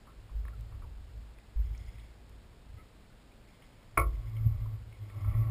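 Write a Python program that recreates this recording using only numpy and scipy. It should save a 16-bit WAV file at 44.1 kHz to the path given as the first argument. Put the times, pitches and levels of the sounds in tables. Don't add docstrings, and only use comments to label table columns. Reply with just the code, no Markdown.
import sys
import numpy as np
from scipy import signal
from scipy.fft import rfft, irfft
from scipy.io import wavfile
from scipy.ndimage import uniform_filter1d

SR = 44100
rng = np.random.default_rng(int(sys.argv[2]) if len(sys.argv) > 2 else 0)


def generate_wav(sig):
    pcm = np.round(np.clip(np.atleast_2d(sig).T, -1, 1) * 32767).astype(np.int16)
    wavfile.write(sys.argv[1], SR, pcm)


N = 242550


def from_db(db):
    return 10 ** (np.asarray(db) / 20)


def rms_one(x):
    return x / np.sqrt(np.mean(x ** 2) + 1e-20)


def noise(spectrum):
    hz, level_db = np.transpose(spectrum)
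    f = np.arange(N // 2 + 1) * SR / N + 1e-3
    gain = from_db(np.interp(np.log(f), np.log(hz), level_db))
    gain = gain * np.minimum(f / hz[0], 1) ** 2
    return rms_one(irfft(rfft(rng.standard_normal(N)) * gain, N))


def drift(rate):
    knots = rng.standard_normal(N // 20)
    return np.interp(np.arange(N) / SR * rate, np.arange(len(knots)), knots)


def evened(x, span_s):
    power = uniform_filter1d(x ** 2, max(int(span_s * SR), 2))
    return x / np.sqrt(np.abs(power) + 1e-12)


def band(x, low_hz, high_hz, order):
    edges = [low_hz, min(high_hz, 0.45 * SR)]
    return signal.sosfilt(signal.butter(order, edges, "band", fs=SR, output="sos"), x)


def ring(force, hz, t60):
    r = from_db(-60 / (t60 * SR))
    w = 2 * np.pi * hz / SR
    return signal.lfilter([0, np.sin(w)], [1, -2 * r * np.cos(w), r * r], force + 1e-18)


def clicks(times, sizes):
    return np.bincount(np.round(times * SR).astype(int), sizes, N)[:N]


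def dying(force, t60):
    return signal.lfilter([1], [1, -from_db(-60 / (t60 * SR))], force + 1e-18)


def swell(peak_s, db, rise_db_per_s, fall_db_per_s):
    t = np.arange(N) / SR - peak_s
    slope = np.where(t < 0, rise_db_per_s, fall_db_per_s)
    return from_db(db - np.abs(t * slope))


def strokes(rows, release_s):
    t = np.arange(N) / SR
    total = 0
    for start, end, attack, db in rows:
        rise = (t - start) / attack
        fall = 1 - (t - end) / release_s
        total = total + from_db(db) * np.sin(np.pi / 2 * np.clip(np.minimum(rise, fall), 0, 1)) ** 2
    return total


# f/Hz, relative level/dB (per Hz)
RIVER = [(11, -63), (18, -0.5), (44, 1.5), (75, -10.5), (103, -3), (166, -10), (221, -9.5), (339, -15),
         (430, -15), (473, -15.5), (559, -17), (820, -20), (2460, -26), (5400, -29.5), (7020, -36),
         (11900, -120)]
RIVER_DB = -57.5


def river():
    return from_db(RIVER_DB) * noise(RIVER)


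# t/s, level/dB
PINPRICKS = [(0.6095, -40), (2.2956, -43), (4.297, -44)]


def pinpricks():
    s, db = np.transpose(PINPRICKS)
    return clicks(s, from_db(db))


# f/Hz, relative level/dB (per Hz)
RUMBLE = [(14, -22), (25, -2.5), (34, 8.5), (43, -13), (54, 15), (66, -7), (77, 6.5), (86, -10.5),
          (105, -1), (125, -14), (145, -18), (250, -35.5), (1000, -96)]
# peak t/s, level/dB (before level_db), settling/dB per s
SHIFTS = [(0.23, -46, 220), (0.45, -41, 80), (0.77, -41.5, 33), (1.7, -38, 52), (2.3, -54.5, 34),
          (2.76, -47.5, 150), (4.1, -39.5, 70), (4.48, -33.5, 47.5), (5.289, -33.5, 45)]
SHIFT_RISE_DB_PER_S, IDLE_RUMBLE_DB = 133, -64.5


def rocking(level_db):
    power = from_db(IDLE_RUMBLE_DB) ** 2
    for s, db, settling in SHIFTS:
        power = power + swell(s, db, SHIFT_RISE_DB_PER_S, settling) ** 2
    return from_db(level_db) * np.sqrt(power) * evened(noise(RUMBLE), span_s=0.21)


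# f/Hz, relative level/dB (per Hz)
RUSTLE_COLOUR = [(800, -3), (1600, -17), (2100, 15.5), (2700, -6), (3350, 7), (4200, -28), (5100, 6),
                 (6000, -12)]
# start t/s, end t/s, attack t/s, level/dB
RUSTLES = [(1.48, 2.0, 0.28, -67), (3.42, 4.6, 0.12, -72), (4.8, 5.35, 0.26, -68)]
RUSTLE_RELEASE_S = 0.17


def rustle(grain_db):
    grainy = noise(RUSTLE_COLOUR) * from_db(grain_db * drift(90))
    return strokes(RUSTLES, RUSTLE_RELEASE_S) * rms_one(grainy)


# t/s, length t/s, start f/Hz, end f/Hz, level/dB
SQUEAKS = [(0.521, 0.037, 1385, 1316, -57.5), (0.824, 0.048, 1093, 776, -58.5),
           (2.757, 0.051, 2040, 1970, -64), (2.759, 0.079, 1233, 1360, -58.5),
           (2.777, 0.057, 2050, 2200, -62.5), (3.302, 0.037, 2070, 2620, -64),
           (3.463, 0.053, 1910, 2740, -68)]


def squeaks(waver):
    out = np.zeros(N)
    for s, length, start_hz, end_hz, db in SQUEAKS:
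        size, at = int(length * SR), round(s * SR)
        hz = np.geomspace(start_hz, end_hz, size) * (1 + waver * drift(315)[:size])
        tone = np.sin(2 * np.pi * np.cumsum(hz) / SR)
        out[at:at + size] += from_db(db) * np.hanning(size) * tone
    return out


# f/Hz, relative level/dB, t60 t/s
PLATING = [(316, -19, .36), (352, -15, .32), (443, -14, .32), (524, -11, .23), (573, -8, .2),
           (620, -22, .3), (678, -13, .26), (740, -26, .22), (800, -27, .3), (850, -25, .2),
           (968, -21, .16), (1012, -14, .3), (1055, -11, .24), (1097, 4.5, .18), (1142, 3, .17),
           (1174, 0, .17), (1228, -4, .2), (1327, 2.5, .14), (1375, -11, .19), (1416, -16, .2),
           (1787, -25, .18), (1938, -23, .18), (2067, -19, .12), (2160, -6, .12), (2213, -1, .1),
           (2262, -13, .14), (2471, -22, .13)]
# f/Hz, relative level/dB (per Hz)
SCRAPE_COLOUR = [(200, -17), (320, 9.5), (450, -11.5), (610, 7), (700, -9), (800, 2.5), (920, -10),
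                 (1150, 4), (1380, -22.5), (1550, -22), (2050, -4), (2700, -19.5), (5000, -46)]
# start t/s, end t/s, attack t/s, level/dB (before level_db)
SCRAPES = [(4.1, 4.68, 0.037, -67.5), (4.92, 5.5, 0.48, -56)]
SCRAPE_RELEASE_S = 0.19


def scrape(level_db, grain_db, contrast, body_db):
    grip = from_db(grain_db * drift(70))
    force = rng.standard_normal(N) * grip
    modes = 0
    for k, (hz, db, t60) in enumerate(PLATING):
        modes = modes + (-1) ** k * from_db(db * contrast) * ring(force, hz, t60)
    body = from_db(body_db) * rms_one(noise(SCRAPE_COLOUR) * grip)
    return from_db(level_db) * strokes(SCRAPES, SCRAPE_RELEASE_S) * (rms_one(modes) + body)


# multiple of the slip rate, relative level/dB; 1.5 makes alternate slips differ
JUDDER_ORDERS = [(1, 3), (1.5, -37), (2, -30), (3, -42.5)]
# peak t/s, level/dB (before level_db), rise/dB per s, fall/dB per s,
# slip rate f/Hz
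SURGES = [(4.477, -29, 60, 209, 110), (4.681, -34.5, 68.5, 89, 108.5), (5.04, -39.5, 231, 170, 104),
          (5.301, -28, 138, 228, 101), (5.379, -26.5, 298.5, 53, 110)]


def judder(level_db, rough_db, jitter):
    power = np.array([swell(s, db, rise, fall) for s, db, rise, fall, _ in SURGES]) ** 2 + 1e-20
    total_power = power.sum(axis=0)
    slips_hz = np.array(SURGES)[:, -1] @ power / total_power
    phase = 2 * np.pi * np.cumsum(slips_hz * (1 + jitter * drift(40))) / SR
    tone = sum(from_db(db) * np.sin(multiple * phase) for multiple, db in JUDDER_ORDERS)
    roughness = from_db(level_db + rough_db * drift(45))
    return np.sqrt(2 * total_power) * tone * roughness


# t/s, level/dB (of the push), length of the push t/s
THUDS = [(0.204, -51, 0.0022), (0.31, -39.5, 0.015), (0.346, -32.5, 0.018), (0.404, -49, 0.013),
         (0.578, -44.5, 0.0016), (0.703, -50, 0.0071), (1.133, -45.5, 0.0095), (1.555, -26, 0.016),
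         (1.941, -52, 0.0012), (2.678, -50, 0.012), (3.974, -32.5, 0.0031), (4.021, -29, 0.01),
         (4.069, -45, 0.0075), (4.177, -61, 0.0033)]
# f/Hz, relative level/dB, t60 t/s
HULL = [(32, -28, 0.35), (43.27, -2, 0.87), (54.02, 8, 0.68), (68.4, -2, 0.72), (75.1, -1, 0.51),
        (91.3, -10.5, 0.85), (108.3, 2.5, 0.79), (135.5, -8.5, 0.51)]


def thuds():
    t = np.arange(N) / SR
    force = 0
    for s, db, push in THUDS:
        shape = np.sin(np.pi * np.clip((t - s) / push, 0, 1)) ** 2
        force = force + from_db(db) * shape * 2 / (push * SR)
    return sum((-1) ** k * from_db(db) * ring(force, hz, t60) for k, (hz, db, t60) in enumerate(HULL))


# f/Hz, relative level/dB (per Hz)
WASH = [(200, -26), (290, -25), (350, -15), (600, -3), (850, -11.5), (1250, 1), (1400, 0.5), (1500, -29),
        (2200, -2), (2650, -24), (4200, -32.5), (6000, -35)]
# t/s, ring level/dB, brightness/dB per octave, tick peak level/dB, tick f/Hz, tick t60 t/s
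KNOCKS = [(0.069, -79, 9, -53, 1204, 0.26), (0.292, -73.5, -10, -52.5, 1070, 0.038),
          (0.4523, -63.5, -3, -47.5, 1900, 0.01), (0.4817, -64.5, -8.5, -44, 1900, 0.012),
          (0.724, -70, -1, -65, 1070, 0.074), (0.82, -65.5, -8, -55.5, 1220, 0.069),
          (1.3853, -84, 12, -50.5, 2040, 0.021), (1.747, -77, 9, -52, 2120, 0.031),
          (1.7768, -90, 0, -45, 5550, 0.017), (1.862, -87, 5, -57, 5000, .025),
          (1.983, -82, 20, -51, 2100, 0.047), (1.996, -86, 10, -53.5, 3350, .04),
          (3.622, -79, 16, -56, 3080, 0.044), (3.97293, -40.5, 8, -32, 2200, .035),
          (3.97452, -36.3, 15, -40, 5300, .04), (3.97723, -30.3, -5, -36, 1220, .08),
          (3.99708, -46.5, 13, -44, 5300, .035), (4.0172, -49.5, -1, -55, 4500, .04),
          (4.366, -77, 23, -54, 2820, 0.042), (4.6573, -73, -11, -46.5, 1120, 0.037),
          (4.925, -77.5, 19.5, -58, 2630, 0.036), (5.0983, -80, 21, -53.5, 2100, 0.024),
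          (5.2457, -60.5, 2, -51, 1090, 0.046), (5.3408, -70.5, -12, -51.5, 2070, 0.034)]


def knocks(spread_db, wash_db, wash_t60, low_hz, high_hz):
    s, ring_db, bright = np.transpose(KNOCKS)[:3]
    chance = rng.standard_normal((len(s), len(PLATING)))
    modes = 0
    for k, (hz, db, t60) in enumerate(PLATING):
        tilt_db = bright * np.log2(hz / 1100)
        sizes = from_db(ring_db + db + tilt_db + spread_db * chance[:, k])
        modes = modes + ring(clicks(s, sizes), hz, t60)
    wash = from_db(wash_db) * noise(WASH) * dying(clicks(s, from_db(ring_db)), wash_t60)
    return band(modes, low_hz, high_hz, order=8) + wash


def ticks(half_octaves):
    out = np.zeros(N)
    t = np.arange(SR // 4) / SR
    width = 2 ** half_octaves
    for s, _, _, db, hz, t60 in KNOCKS:
        raw = rng.standard_normal(len(t) + SR // 50)
        chatter = band(raw, hz / width, hz * width, order=3)[-len(t):]
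        envelope = from_db(-60 * t / t60) * (1 - np.exp(-t * hz / 2))
        crack = evened(chatter, span_s=0.004) * envelope
        at = round(s * SR)
        out[at:at + len(t)] += (from_db(db) * crack / np.abs(crack).max())[:N - at]
    return out


def scene():
    moving = rocking(level_db=2.0) + rustle(grain_db=4.5) + squeaks(waver=0.035)
    drag = scrape(level_db=-1.5, grain_db=1.0, contrast=1.25, body_db=3.0)
    drag = drag + judder(level_db=-2.5, rough_db=4.5, jitter=0.0141)
    plating = knocks(spread_db=0.3, wash_db=-1.5, wash_t60=0.12, low_hz=285, high_hz=2400)
    blows = thuds() + plating + ticks(half_octaves=0.18)
    return (river() + moving + drag + blows)[None]


HOLD_HZ, CUTOFF_HZ = 12000, 15200


def record(dry):
    smooth = signal.sosfilt(signal.butter(7, 5550, fs=SR, output="sos"), dry)
    slow = signal.resample_poly(smooth, HOLD_HZ, SR, axis=1)
    held = np.repeat(slow, 8, axis=1)
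    steps = signal.resample_poly(held, SR, 8 * HOLD_HZ, axis=1)[:, :N]
    top_cut = signal.ellip(10, 0.2, 80, CUTOFF_HZ, fs=SR, output="sos")
    return signal.sosfilt(top_cut, steps + pinpricks())


dry = scene()
out = record(dry)
generate_wav(out)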